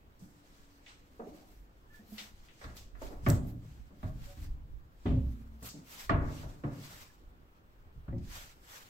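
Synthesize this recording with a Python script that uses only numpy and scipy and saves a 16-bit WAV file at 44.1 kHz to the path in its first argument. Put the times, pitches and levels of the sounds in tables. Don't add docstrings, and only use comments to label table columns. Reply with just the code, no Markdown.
import sys
import numpy as np
from scipy import signal
from scipy.fft import rfft, irfft, next_fast_len
from scipy.io import wavfile
from scipy.ndimage import uniform_filter1d, map_coordinates

SR = 44100
rng = np.random.default_rng(int(sys.argv[2]) if len(sys.argv) > 2 else 0)


def generate_wav(signal):
    frames = np.transpose(np.atleast_2d(signal))
    scaled = np.clip(frames, -1, 1) * 32767
    pcm = np.round(scaled).astype(np.int16)
    wavfile.write(sys.argv[1], SR, pcm)


N = 392049

# t/s, knock 350-1200 Hz level/dB, boom under 90 Hz level/dB,
# body 90-350 Hz level/dB, snap 1.2-3.5 kHz level/dB, multiple of the room's ring time
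BLOWS = [(0.204, -55, -80, -38, -95, 0.46), (1.195, -35.5, -100, -40.5, -60.5, 0.8),
         (1.318, -47.5, -80, -54.5, -84, 1.27), (2.613, -44, -64, -90, -50.5, 1.03),
         (2.64, -43.5, -37, -44, -45.5, 0.7), (2.95, -53, -69.5, -60, -58, 1.4),
         (3.015, -33.5, -72, -50, -55.5, 0.78), (3.105, -36, -70, -36.5, -77, 0.25),
         (3.126, -42, -61, -49, -63, 0.95), (3.231, -68, -31, -35, -80, 0.34),
         (3.263, -23.5, -27.5, -20, -29, 0.51), (3.276, -29, -27.5, -19.5, -48, 0.96),
         (3.905, -52, -100, -44.5, -74, 0.7), (4.029, -41, -29, -31.5, -50.5, 0.74),
         (4.367, -57.5, -36, -45.5, -67, 1.64), (5.055, -29.5, -29, -21.5, -48, 0.72),
         (5.107, -36, -28, -25, -76, 0.65), (5.166, -55, -35, -35, -80, 0.92),
         (5.623, -43, -49, -41.5, -57.5, 0.38), (5.733, -46.5, -71, -38.5, -88, 0.66),
         (6.094, -21.5, -29, -26, -28.5, 1.04), (6.429, -41, -36, -46, -57, 0.93),
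         (6.636, -33.5, -40.5, -32, -46.5, 0.82), (7.952, -67, -36, -49, -86, 0.4),
         (8.08, -44.5, -31, -35.5, -56.5, 0.46), (8.124, -44, -41.5, -28.5, -84, 0.46),
         (8.157, -47, -41, -30, -90, 0.58)]
# f/Hz, relative level over the noise/dB
PANEL_MODES = [(62, 1.5), (88, 5), (110, 6.5), (144, 3), (190, -11), (258, 5), (295, 6), (366, 2),
               (447, -6), (577, 6), (630, 1.5), (705, -4), (741, -1.5), (893, -9.5), (1120, 4),
               (1206, -2.5), (1330, -10.5), (1406, -5.5), (1700, -1), (1950, -6)]
# f/Hz, t60/s
ROOM_RING = [(40, 0.72), (120, 0.95), (300, 0.87), (700, 0.71), (1500, 0.53), (4000, 0.23), (12000, 0.05)]
SWELL_S, SWELL_S_PER_DB = 0.00925, 0.0000925

# t/s, f/Hz, relative level/dB, t60/s
NOTES = [(.21, 291.6, -62, 1.3), (.611, 283.5, -66.5, 3.4), (1.195, 640, -42, 0.058),
         (1.194, 450, -38, 0.084), (1.22, 510, -47, 0.18), (1.271, 415, -31.5, 0.036),
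         (1.285, 259, -34.5, 0.062), (1.562, 45.6, -36, 0.31), (1.315, 310, -46.5, 0.39),
         (1.2, 235, -44, 0.14), (1.42, 780, -60, 0.14), (1.901, 1750, -65, .3), (1.925, 1420, -67, .2),
         (1.942, 1740, -57.5, 0.21), (1.984, 1850, -64, .15), (3.106, 320, -36, 0.041),
         (3.016, 520, -40, 0.067), (3.02, 900, -47, .12), (3.3008, 7700, -32.5, 0.017),
         (3.279, 255, -27, .15), (3.265, 2090, -41, 0.05), (3.2785, 105, -5.5, 0.071),
         (3.272, 112.6, -32, 0.91), (3.289, 142.7, -26.5, 0.63), (3.291, 255, -38, 0.67),
         (3.7, 66, -45, 0.91), (4.035, 627, -51.5, 0.36), (4.27, 567, -56.5, 0.32), (4.29, 750, -59, 0.33),
         (5.062, 61.1, -26, 1.14), (5.09, 118, -26.5, 0.53), (5.09, 260.5, -35, 0.73),
         (5.08, 673, -49, 0.25), (5.17, 542, -49, 0.26), (8.125, 349.4, -42, 0.31), (8.13, 250, -38, .35),
         (8.082, 95.3, -29.5, 0.18), (8.128, 544, -48, 0.26), (3.126, 310, -28.5, 0.044),
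         (5.2, 224.8, -45, 1.26), (5.74, 290, -57.5, 0.67), (5.06, 407, -38, 0.31), (6.094, 677, -37, 0.45),
         (6.1, 1111, -48, 0.33), (6.1, 1406, -44, .25), (6.1, 1695, -48, 0.19), (6.43, 640, -50, 0.16),
         (7.1, 1700, -60, 0.051), (6.636, 1100, -43.5, 0.055), (6.636, 500, -39.5, 0.08),
         (6.094, 1180, -24.5, 0.042), (6.094, 1820, -24, 0.028), (6.11, 149, -30.5, 0.7),
         (6.12, 85, -35, 0.94)]
SWELL_CYCLES = 2.37
# t/s, relative level/dB
BUMPS = [(2.929, -33), (3.026, -35), (3.789, -33.5), (4.717, -26.5)]
BUMP_HZ, BUMP_T60_S, BUMP_PAN_DB = 47, 0.16, -20
# t/s, relative level/dB
GROANS = [(1.99, -46), (2.04, -51), (2.085, -50), (2.119, -37.5), (2.209, -45), (2.305, -54)]
# f/Hz, level over the groan/dB, t60/s
LEAF_MODES = [(214, 0.5, 0.16), (300, -9, 0.11), (435, -22, 0.12), (684, -19, 0.065)]

# t/s, relative level/dB, centre f/Hz, t60/s, left minus right level/dB, width/octaves
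TICKS = [(0.193, -58.5, 7510, 0.98, 0, 1), (0.8628, -41, 2650, 0.4, 0, 0.59),
         (2.1816, -29.5, 3080, 0.25, 2.5, 0.69), (2.486, -46, 2400, 0.32, 2, 0.6),
         (2.64, -42, 4100, 0.1, -4, 0.29), (2.768, -43, 4140, 0.38, 0, 1),
         (3.02, -47, 6140, 0.083, 5, 0.35), (3.287, -18.5, 14050, 0.15, -1, 0.28),
         (3.301, -27, 6600, 0.028, -2, 0.63), (3.31, -38.5, 7800, 0.35, 2, .3),
         (8.128, -52, 1900, .1, 0, .35), (4.03, -52, 4000, 0.33, 0, 0.16),
         (3.472, -39.5, 12600, 0.26, -7, 0.15), (5.0613, -38, 2460, 0.45, -1, 0.64),
         (5.628, -40.5, 11430, 0.29, -2, 0.91), (5.689, -38.5, 5700, 0.35, 1.5, 0.63),
         (8.182, -57, 3850, 0.13, 4, 1)]
# f/Hz, relative level/dB, t60/s
HINGE_MODES = [(1985, 6, 0.096), (3570, -5.5, 0.14), (5240, -14.5, 0.08)]

# f/Hz, relative level per Hz/dB
CLOTH_COLOUR = [(290, -16), (500, -4.5), (1000, -4.5), (2000, -3.5), (6000, -6), (9000, -9), (12700, 4),
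                (15800, -1)]
# peak t/s, level/dB, rise/s, fall/s, crispness (treble over the rest) level/dB
STROKES = [(.22, -69.5, 0.076, 0.21, 4), (.59, -63.5, 0.47, 0.53, -6), (.89, -56.5, 0.062, 0.16, -25),
           (1.41, -63, 0.57, 0.2, -4), (1.52, -67, 0.13, 0.18, 3), (1.96, -61, 0.074, 0.11, -0.5),
           (2.13, -58.5, 0.082, 0.18, 6.5), (2.198, -45, 0.041, 0.12, -7), (2.5, -64.5, 0.94, 0.15, -7),
           (2.65, -55, 0.15, 0.18, -8.5), (2.771, -54, 0.023, 0.082, 3.5),
           (3.042, -51.5, 0.065, 0.16, -2.5), (3.3, -46, 0.083, 0.13, -4.5), (3.49, -62, 0.084, 0.08, 3.5),
           (3.69, -65.5, 0.18, 0.47, -4.5), (4.09, -61, 0.17, 0.076, -1.5), (4.26, -55.5, 0.16, 0.28, -2.5),
           (4.44, -56.5, 0.14, 0.085, -1.5), (5.07, -62, 0.12, 0.2, -11), (5.3, -68.5, 0.53, 0.55, 1),
           (5.668, -46, 0.055, 0.074, 2.5), (5.76, -62.5, .05, 0.18, -7), (5.919, -49.5, 0.081, 0.19, 1),
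           (6.011, -46, 0.14, 0.11, -3), (6.358, -52, 0.18, 0.29, -5.5), (6.86, -50, 0.19, 0.32, -4.5),
           (7.021, -53, 0.2, 0.097, -1.5), (8.369, -44.5, 0.13, 0.19, -4.5), (8.74, -48.5, 0.13, 0.23, -3)]
STROKE_DROP_DB, STROKE_ROUND, CLOTH_REST_DB = 20, 1.276, -78

# t/s, level/dB
HANDLING = [(0.0, -67.5), (1.4, -64), (1.65, -62), (2.2, -65.5), (2.6, -61.5), (3.2, -55.5), (3.39, -41),
            (3.54, -68), (4.04, -56), (4.23, -45), (4.75, -51), (5.22, -57.5), (5.47, -55.5), (5.84, -90),
            (6.12, -45), (6.29, -43), (6.56, -64), (7.3, -60.5), (8.07, -58), (8.3, -49.5), (8.62, -60.5),
            (8.89, -75)]
# f/Hz, relative level per Hz/dB
CITY_COLOUR = [(15, -2.5), (40, -2.5), (70, -4), (158, -10.5), (330, -12.5), (600, -20), (1500, -28.5),
               (3440, -37), (8000, -55.5), (15800, -29.5)]
CITY_DB = -63.5

# f/Hz, side minus middle level/dB
WIDTH = [(60, -14), (110, -13), (200, -12), (380, -8), (700, -2), (1290, 5), (2380, 0), (4400, 1),
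         (8120, -1), (15000, 0)]
# f/Hz, level/dB
MIC_RESPONSE = [(7000, 1.5), (8000, 3.5), (9200, -5), (11000, -7.5), (12200, -8)]
TOP_HZ = 15790


def amp(db):
    return 10 ** (np.asarray(db) / 20)


def unit(x):
    return x / np.sqrt(np.mean(x ** 2) + 1e-20)


def along(points, hz):
    f, value = np.transpose(points)
    return np.interp(np.log(hz + 1), np.log(f + 1), value)


def wobble(rate):
    knots = rng.standard_normal(int(N * rate / SR) + 4)
    return map_coordinates(knots, [np.arange(N) * rate / SR])


def filtered(x, response):
    size = next_fast_len(x.shape[-1] + 8192)
    spectrum = rfft(x, size) * response(np.fft.rfftfreq(size, 1 / SR))
    return irfft(spectrum, size)[..., :x.shape[-1]]


def ports(pair, wide_db):
    middle = pair[0]
    side = filtered(pair[1], lambda hz: amp(along(WIDTH, hz) + wide_db))
    return np.array([middle + side, middle - side])


def rush(colour, patchy_db):
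    grid = signal.stft(rng.standard_normal((2, N)), nperseg=512)[2]
    patches = uniform_filter1d(rng.standard_normal(grid.shape[1:]), size=6, axis=0)
    patches = uniform_filter1d(patches, size=8, axis=1)
    pair = signal.istft(grid * amp(patchy_db * unit(patches)), nperseg=512)[1][:, :N]
    return unit(filtered(pair, lambda hz: amp(along(colour, hz))))


def blows():
    size = 2 ** 15
    t, hz = np.arange(size) / SR, np.fft.rfftfreq(size, 1 / SR)
    centres = 30 * 2. ** (np.arange(14) * 2 / 3)
    bands = np.clip(1 - 1.5 * abs(np.log2((hz + 1) / centres[:, None])), 0, 1)
    room_t60 = along(ROOM_RING, centres)[:, None]
    mode_hz, mode_db = np.transpose(PANEL_MODES)
    mode_width = 3 + 0.013 * mode_hz[:, None]
    strips = 1 / (1 + ((hz - mode_hz[:, None]) / mode_width) ** 2)
    out = np.zeros((2, N + size))
    for s, knock_db, boom_db, body_db, snap_db, share in BLOWS:
        colour = [(12, boom_db + 0.5), (55, boom_db - 9), (180, body_db - 15.5),
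                  (450, knock_db - 26), (780, knock_db - 30), (1200, (knock_db + snap_db) / 2 - 27),
                  (2000, snap_db - 25.5), (3300, snap_db - 38), (16000, snap_db - 69)]
        spectrum = rfft(rng.standard_normal((2, size))) * amp(along(colour, hz) + 24.5)
        strength = amp(mode_db - 0.5 + rng.normal(0, 4.14, len(mode_db)))
        spectrum = spectrum * (1 + strength @ strips)
        knots = rng.standard_normal((14, 40))
        unevenness = amp(1.8 * np.array([np.interp(t * 40, np.arange(40), row) for row in knots]))
        ring = amp(-60 * t / (share * room_t60))
        strike = 0.59 * amp(-60 * t / (0.028 + 25 / centres[:, None]))
        swell = SWELL_S + SWELL_S_PER_DB * abs(snap_db + 39)
        rise = 1 - np.exp(-t / (swell * 150 / centres[:, None] + 0.00018))
        banded = irfft(spectrum[:, None] * bands)
        start = round(s * SR)
        out[:, start:start + size] += (banded * (ring + strike) * rise * unevenness).sum(axis=1)
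    return ports(out[:, :N], wide_db=-0.5)


def notes(rows):
    t, out = np.arange(SR) / SR, np.zeros((2, N + SR))
    for s, hz, db, t60 in rows:
        knots = rng.standard_normal((3, 60))
        knot_rate = np.clip(hz / 20, 8, 55)
        waver, drift, apart = (map_coordinates(row, [t * knot_rate]) for row in knots)
        phase = 2 * np.pi * hz * t + drift - drift[0] + np.array([0 * t, 2.14 + apart])
        rise = 1 - np.exp(-t * hz / SWELL_CYCLES)
        start = round(s * SR)
        out[:, start:start + SR] += amp(db - 60 * t / t60 + 3 * waver) * rise * np.sin(phase)
    return ports(out[:, :N], wide_db=-4)


def bumps():
    pan = amp(np.array([[BUMP_PAN_DB], [-BUMP_PAN_DB]]) / 2)
    return pan * notes([(s, BUMP_HZ, db, BUMP_T60_S) for s, db in BUMPS])


def groans():
    return notes([(s, hz, db + level, t60) for s, db in GROANS for hz, level, t60 in LEAF_MODES])


def ticks():
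    t = np.arange(SR // 3) / SR
    out = np.zeros((2, N + len(t)))
    for s, db, centre_hz, t60, pan_db, octaves in TICKS:
        crack, answer = amp(-60 * t / 0.0016), 0.65 * amp(-60 * t / t60)
        puff = rng.standard_normal((2, len(t))) * (crack + answer)
        ring = np.zeros((2, len(t)))
        for hz, level, ring_t60 in HINGE_MODES:
            mode_db = level + rng.normal(0, 4.1, (2, 1))
            ring += amp(mode_db - 60 * t / ring_t60) * np.sin(2 * np.pi * hz * t)
        click = filtered(2 * puff + amp(-13) * ring,
                         lambda hz: 1 / (1 + (np.log2((hz + 1) / centre_hz) / octaves) ** 4))
        pan = np.array([[pan_db], [-pan_db]]) / 2
        start = round(s * SR)
        out[:, start:start + len(t)] += amp(db - 7.5 + pan) * click
    return out[:, :N]


def jacket():
    t = np.arange(N) / SR
    power = np.full((2, N), amp(CLOTH_REST_DB) ** 2)
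    for s, db, rise, fall, crisp_db in STROKES:
        away = np.where(t < s, (s - t) / rise, (t - s) / fall)
        stroke_db = db - STROKE_DROP_DB * away ** STROKE_ROUND
        power += amp(stroke_db + np.array([[0], [crisp_db]])) ** 2
    grain = unit(amp(0.36 * wobble(300) + 1.23 * wobble(40)))
    cloth = ports(rush(CLOTH_COLOUR, patchy_db=1.5), wide_db=-0.5) * grain
    treble = filtered(cloth, lambda hz: 1 / (1 + (9500 / (hz + 1)) ** 12))
    return np.sqrt(power[0]) * (cloth - treble) + np.sqrt(power[1]) * treble


def handling():
    s, db = np.transpose(HANDLING)
    level_db = np.interp(np.arange(N) / SR, s, db)
    colour = [(8, -8.5), (25, -3.5), (60, -8.5), (150, -24.5), (300, -94)]
    lumps = amp(3 * wobble(9)) * rush(colour, patchy_db=-3.5)
    return amp(level_db) * ports(unit(lumps), wide_db=2.5)


def city():
    hum = ports(rush(CITY_COLOUR, patchy_db=1.5), wide_db=1.5)
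    return amp(CITY_DB + 0.5 * wobble(2.5)) * hum


def scene():
    struck = blows() + notes(NOTES) + bumps() + groans()
    return struck + ticks() + jacket() + handling() + city()


def record(dry):
    return filtered(dry, lambda hz: amp(along(MIC_RESPONSE, hz)) * (hz < TOP_HZ))


dry = scene()
out = record(dry)
generate_wav(out)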